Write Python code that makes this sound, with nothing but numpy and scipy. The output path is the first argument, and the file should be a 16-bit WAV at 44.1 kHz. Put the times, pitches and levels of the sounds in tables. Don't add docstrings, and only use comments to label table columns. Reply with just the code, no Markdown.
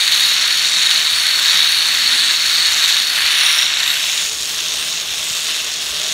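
import sys
import numpy as np
from scipy import signal
from scipy.fft import rfft, irfft
from scipy.io import wavfile
from scipy.ndimage import uniform_filter1d

SR = 44100
rng = np.random.default_rng(int(sys.argv[2]) if len(sys.argv) > 2 else 0)


def how_loud(loudness_db):
    steps = np.asarray(loudness_db, float) / 20
    return 10 ** steps


def log_audio(samples):
    frames = np.atleast_2d(samples).T
    limited = np.clip(frames, -1, 1)
    pcm = np.round(limited * 32767).astype(np.int16)
    wavfile.write(sys.argv[1], SR, pcm)


N = 270581
T = np.arange(N) / SR

DRONE_HZ = 28.13
DRONE_LINES = [(2, -72), (5, -66), (6, -59.5), (7, -71), (8, -69), (9, -64.5), (10, -68), (11, -69),
               (12, -65), (14, -65)]
# (time [s], length [s], frequency [Hz], width [Hz], level [dB])
ROPE_MOANS = [(2.14, 0.16, 253, 12, -49.5), (3.4, 0.073, 660, 56, -53), (5, 1, 633, 42, -48.5),
              (6.06, 0.095, 616, 38, -40), (4.53, 0.32, 436, 25, -48.5), (5.9, 0.74, 431, 28.7, -48),
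              (0.74, 0.7, 176, 18, -57), (2.5, .6, 193, 23, -58.5)]
# (frequency [Hz], density [dB/Hz])
WIND_SPECTRUM = [(59, -45), (100, -17), (113, -21.5), (161, -5), (194, -12.5), (244, -9), (495, -8.5),
                 (553, -7), (900, -6.5), (1170, -6), (1980, -120)]
WIND_DB = -43
# (frequency [Hz], density [dB/Hz])
RUMBLE_SPECTRUM = [(15, -38), (25, -14), (54, 1), (70, 3.5), (112, -7), (130, -2), (170, -33), (290, -120)]
# (time [s], level over calm [dB])
GUSTS = [(0.0, 5), (.2, 0), (1.15, 5), (1.4, 4), (1.75, 7), (2.0, 6), (2.2, 3), (2.48, 6), (2.72, 8),
         (3.27, 7), (3.0, 2), (3.87, 1.5), (4.23, 4), (4.4, 7), (4.55, 5), (4.78, 6), (5.12, 7), (5.27, 8),
         (5.66, 4), (5.94, 6)]
CALM_DB, GUST_S = -57.5, 0.05
# (time [s], frequency [Hz], peak [dB])
MIC_THUMPS = [(1.14, 92, -43), (1.2, 55, -46), (5.28, 62, -47), (5.312, 120, -40), (5.311, 200, -42),
              (1.13, 170, -48), (1.55, 180, -40), (.77, 170, -42), (5.63, 52, -48), (5.93, 51, -46)]
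# (time [s], peak [dB])
KNOCKS = [(3.4461, -5), (3.4654, -5), (3.4854, -8), (3.5473, -5), (3.5892, -2), (3.6296, -4), (3.6656, -6),
          (3.7384, -8), (3.7718, -8), (3.7854, -9), (3.8044, -11), (3.8312, -6), (3.8626, -7), (3.8774, -5),
          (3.8964, -7), (3.902, -5), (3.9144, -8)]
KNOCK_HZ, KNOCK_RISE_S, KNOCK_T60_S, KNOCK_DB = 3760, 0.0005, 0.01, -0.5
# (time [s], rate [strands/s])
STRAND_RATE = [(0, 172), (.8, 168), (1.1, 162), (2, 164), (2.6, 164), (3.1, 160), (3.7, 157), (4.2, 152),
               (4.8, 162), (5.3, 160), (6.14, 150)]
# (time [s], turn [0-1])
RIDER_TURN = [(0, 0.13), (3.6, 0), (4.0, 0), (4.4, 0.68), (6.14, 0.66)]
# (time [s], length [s], wheel change [dB], plate change [dB], wire change [dB])
JOLTS = [(0.034, .05, -.7, -2.5, 0), (.25, .08, 0.2, 1.2, 1.5), (.43, 0.046, 0.5, .3, -.7),
         (0.715, .06, -1.2, 1, -1.5), (0.933, 0.041, 0.6, 0.5, 1), (1.098, 0.041, -1.5, -2, -1),
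         (1.353, 0.044, -0.1, -3, 1), (1.53, .07, 1.4, 1, 0), (1.78, 0.11, -0.2, -3, 0.5),
         (2.388, 0.031, -1.7, -2, -2), (2.88, 0.042, 1.3, 2.5, 1.2), (3.067, 0.043, -2, -3, -3),
         (3.197, .05, 1.1, -1.5, 1), (3.468, 0.15, 2.5, -2.5, 0.5), (3.719, .05, -2, -2.5, -6.5),
         (3.912, 0.044, 0.2, -1.5, 0.5), (4.2, .05, 1.5, .3, 0), (4.35, .07, -3, -2.2, -4),
         (4.823, 0.036, 2, -1, 2), (5.05, 0.033, -1.5, -3, -1), (5.3, .06, -0.3, 1.5, 0),
         (5.522, 0.097, 1.7, 1, 0.8), (5.723, .06, -0.9, -1.5, -2.2)]
# (frequency [Hz], density [dB/Hz])
GRIND_FACING = [(350, -71), (600, -21.5), (824, -20), (998, -14), (1760, -2.5), (2510, -3), (3040, -1),
                (3230, -2.5), (3500, 0), (4550, -24), (7700, -120)]
# (frequency [Hz], density [dB/Hz])
GRIND_AWAY = [(470, -33), (800, -29), (882, -40), (1070, -11.5), (1260, -15), (1850, -14), (2220, -13),
              (2690, -5.5), (3690, 3.5), (4800, -8.5), (6240, -28), (10600, -120)]
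# (frequency [Hz], density [dB/Hz])
PLATE_SPECTRUM = [(2880, -24), (4900, -3.5), (5520, -2), (6080, -4.5), (6640, -1.5), (7600, -9),
                  (8000, -10), (10400, -21), (17600, -120)]
# (frequency [Hz], density [dB/Hz])
FIZZ_SPECTRUM = [(4470, -5.5), (7600, -1.5), (9730, -1), (10500, -4), (11400, -4), (13600, -9.5),
                 (15000, -10), (15500, -10), (16500, -15)]
# (frequency [Hz], width [Hz], level [dB])
LOW_WHEEL_MODES = [(3486, 400, -11.5), (3792, 193, 0.5), (3995, 270, -7)]
# (frequency [Hz], width [Hz], level [dB])
HIGH_WHEEL_MODES = [(4270, 346, -0.68), (4443, 397, -2.3)]
# (frequency [Hz], width [Hz], level [dB])
HUB_MODES = [(5745, 240, 0), (5330, 320, -6)]
# (time [s], length [s], peak [dB], steady [dB])
HUB_SWELL = (3.54, .11, -25.5, -39)
# (in view [dB], shaded [dB], shaded at [s], over [s], bounce [dB])
GRIND_LEVEL = (-21.5, -27, 4.16, .16, 0.1)
PLATE_LEVEL = (-23.5, -26.5, 4.5, 0.4, 0.56)
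FIZZ_LEVEL = (-29.5, -33, 4.5, .1, 0.1)
LOW_WHEEL_LEVEL = (-19.5, -31.5, 4, 0.73, 2)
HIGH_WHEEL_LEVEL = (-19.5, -30.5, 3.5, 0.5, -0.3)
# (time [s], length [s], frequency [Hz], width [Hz],
# change [dB])
BAND_CHANGES = [(.15, 0.089, 12200, 600, 2), (.45, .3, 11300, 400, -1.5), (2.102, .1, 9800, 500, 1.5),
                (2.25, .2, 12600, 300, -2), (2.85, .08, 11400, 400, 1), (3.3, 0.24, 13000, 800, 2),
                (6.37, 0.76, 4040, 100, 0.5), (5.5, 1.5, 2670, 83, 4), (9.8, 0.47, 2900, 180, -1),
                (4.08, 0.088, 1500, 470, -5), (3.9, .04, 12500, 900, 5), (3.46, 0.092, 9340, 480, 6.5),
                (3.33, 0.19, 7800, 500, -3), (3.1, 0.053, 13000, 800, 2), (4.18, 0.11, 6900, 330, 1),
                (5.3, .12, 13000, 700, 3), (5.33, 0.11, 8100, 300, 4), (1.67, 0.11, 7600, 520, -4),
                (4.8, 0.78, 10900, 600, -2.5), (1.1, 2.9, 4950, 60, -8), (3.63, 0.059, 3830, 87, -2),
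                (5.6, 0.039, 4600, 840, -1.5)]
BOUNCE_S, HEAVIEST_S = 0.66, 0.24
EDGE_HZ = 15745


def evened(x):
    return x / np.sqrt(np.mean(x ** 2) + 1e-20)


def bell(v, centre, width):
    return np.exp(-0.5 * ((v - centre) / width) ** 2)


def curve(rows):
    s, value = np.transpose(rows)
    return np.interp(T, s, value)


def swells(rows):
    t = T[::64]
    total = sum(np.outer(db, bell(t, s, long)) for s, long, *db in rows)
    return [np.interp(T, t, c) for c in total]


def noise():
    return rng.standard_normal(N)


def chance(slow_hz, fast_hz):
    hz = np.fft.rfftfreq(N, 1 / SR)
    shape = 1 / np.sqrt(hz + slow_hz) / (1 + (hz / fast_hz) ** 4)
    shape = shape * (hz > slow_hz / 2)
    return evened(irfft(rfft(noise()) * shape, N))


def coloured(x, points):
    f, db = np.transpose(points)
    hz = np.fft.rfftfreq(N, 1 / SR)
    shape_db = np.interp(np.log(hz + 1), np.log(f + 1), db, -90, -90)
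    return evened(irfft(rfft(x) * how_loud(shape_db), N))


def resonate(x, hz, width_hz):
    turn = np.exp(2j * np.pi * np.cumsum(hz * np.ones(N)) / SR)
    r = np.exp(-np.pi * width_hz / SR)
    return 2 * (turn * signal.lfilter([1 - r], [1, -r], x / turn)).real


def drone():
    turns = np.cumsum(DRONE_HZ * (1 + 0.0028 * chance(0.5, 3.5))) / SR
    lines = np.zeros(N)
    for multiple, db in DRONE_LINES:
        fade = how_loud(db + 1.2 * chance(0.5, 3.7))
        lines += fade * np.sin(2 * np.pi * (multiple * turns + rng.random()))
    return how_loud(1.0 + 6.3 * curve(RIDER_TURN)) * lines


def cable():
    moans = np.zeros(N)
    for s, long, hz, width_hz, db in ROPE_MOANS:
        moans += how_loud(db) * bell(T, s, long) * evened(resonate(noise(), hz, width_hz))
    return moans


def wind():
    rush = how_loud(WIND_DB + 0.1 + 0.92 * chance(1.2, 15)) * coloured(noise(), WIND_SPECTRUM)
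    gust_db = swells((s, GUST_S, db) for s, db in GUSTS)[0]
    rumble = how_loud(CALM_DB + gust_db) * coloured(noise(), RUMBLE_SPECTRUM)
    thumps = np.zeros(N)
    for s, hz, db in MIC_THUMPS:
        thumps += how_loud(db) * bell(T, s, 0.84 / hz) * np.sin(2 * np.pi * hz * (T - s))
    return rush + rumble + thumps


def knocks():
    t, train = np.arange(1000) / SR, np.zeros(N)
    envelope = (1 - np.exp(-t / KNOCK_RISE_S)) * how_loud(-60 * t / KNOCK_T60_S)
    ring = envelope * np.sin(2 * np.pi * KNOCK_HZ * t)
    for s, db in KNOCKS:
        train[round(s * SR)] = how_loud(db + KNOCK_DB)
    return signal.oaconvolve(train, ring / ring.max())[:N]


def strand_beat(jitter=0.045, uneven_db=2.5, crest=0.21):
    turns = np.cumsum(curve(STRAND_RATE) * (1 + jitter * chance(6.7, 61))) / SR
    strand_db = uneven_db * np.clip(rng.standard_normal(2000), -2, 1.7)
    strength = how_loud(strand_db)[turns.astype(int)]
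    on_top = np.diff(np.round(turns), prepend=0) > 0
    blows = strength * on_top * rng.choice([-1.0, 1.0], N)
    return evened(strength * bell(turns % 1, 0.51, crest)), evened(blows)


def contact(beat, shake, beat_share, shake_db, own_db, grit):
    tick_db = 3.6 * np.minimum(rng.exponential(1, N), 3.5)
    ticks = (rng.random(N) < 1500 / SR) * noise() * how_loud(tick_db)
    rub = noise() + grit * evened(ticks)
    return rub * (1 + beat_share * beat) * how_loud(shake_db * shake + own_db * chance(25, 240))


def part_db(level, jolt_db):
    seen_db, shaded_db, s, long, bounce_db = level
    shade = 0.5 + 0.5 * np.tanh((T - s) / long)
    bounce = np.cos(2 * np.pi * (T - HEAVIEST_S) / BOUNCE_S)
    return seen_db + (shaded_db - seen_db) * shade + bounce_db * bounce + jolt_db


def grind(beat, blows, shake, turn, wheels_db):
    rub = evened(contact(beat, shake, 0.26, 0.36, 0.77, 0.37)) + 0.14 * blows
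    tone = (1 - turn) * coloured(rub, GRIND_FACING) + turn * coloured(rub, GRIND_AWAY)
    return how_loud(part_db(GRIND_LEVEL, 1.22 * wheels_db) + 1.81 + 2.87 * turn) * tone


def wheel(knock, modes):
    total = np.zeros(N)
    for k, (hz, width_hz, db) in enumerate(modes):
        total += (-1) ** k * how_loud(db) * resonate(resonate(knock, hz, width_hz), hz, width_hz)
    return evened(total)


def ringing_wheels(beat, blows, shake, turn, wheels_db):
    knock = evened(contact(beat, shake, 0.91, 0.49, 0.5, 0.45)) + 0.62 * blows
    knock = knock * how_loud(-0.9 - 3.3 * turn)
    low = how_loud(part_db(LOW_WHEEL_LEVEL, 0.63 * wheels_db)) * wheel(knock, LOW_WHEEL_MODES)
    high = how_loud(part_db(HIGH_WHEEL_LEVEL, 0.66 * wheels_db)) * wheel(knock, HIGH_WHEEL_MODES)
    s, long, peak_db, steady_db = HUB_SWELL
    hub = (how_loud(steady_db) + how_loud(peak_db) * bell(T, s, long)) * wheel(knock, HUB_MODES)
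    return how_loud(-2.3 * turn) * (low - high) + hub


def side_plates(beat, blows, shake, turn, plates_db):
    rattle = contact(beat * (0.94 + turn), shake, 0.38, 0.68, 0.72, 0.68) + 0.44 * turn * blows
    return how_loud(part_db(PLATE_LEVEL, plates_db)) * coloured(rattle, PLATE_SPECTRUM)


def wire_fizz(beat, shake, wires_db):
    hiss = coloured(contact(beat, shake, 0.19, 0.73, 1.13, 0.42), FIZZ_SPECTRUM)
    return how_loud(part_db(FIZZ_LEVEL, wires_db) + 1.46 + 0.45 * chance(3.4, 25)) * hiss


def beamed(x, patchy_db=1.5):
    hz, t, z = signal.stft(x, SR, nperseg=512, noverlap=384)
    patches = rng.standard_normal(z.shape[::-1])
    for _ in range(2):
        patches = uniform_filter1d(uniform_filter1d(patches, 45, 0), 6, 1)
    db = patchy_db * evened(patches).T * np.clip(hz / 9000, 0.3, 1)[:, None]
    for s, long, f, width_hz, change_db in BAND_CHANGES:
        db = db + change_db * np.outer(bell(hz, f, width_hz), bell(t, s, long))
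    return signal.istft(z * how_loud(db), SR, nperseg=512, noverlap=384)[1][:N]


def trolley():
    beat, blows = strand_beat()
    shake = chance(25, 200)
    turn = np.clip(curve(RIDER_TURN), 0, 1)
    wheels_db, plates_db, wires_db = swells(JOLTS)
    parts = grind(beat, blows, shake, turn, wheels_db)
    parts = parts + ringing_wheels(beat, blows, shake, turn, wheels_db)
    parts = parts + side_plates(beat, blows, shake, turn, plates_db)
    parts = parts + wire_fizz(beat, shake, wires_db)
    return beamed(parts)


def scene():
    return (drone() + cable() + wind() + knocks() + trolley())[None]


def top_cut(x):
    return signal.sosfilt(signal.butter(12, 15980, fs=SR, output="sos"), x)


def record(dry):
    rounded = dry / (1 + np.abs(dry) ** 10) ** (1 / 10)
    lowpass = signal.firwin(2047, EDGE_HZ, window=("kaiser", 9), fs=SR)
    limited = signal.oaconvolve(rounded, lowpass[None], "same")
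    return top_cut(limited)


dry = scene()
out = record(dry)
log_audio(out)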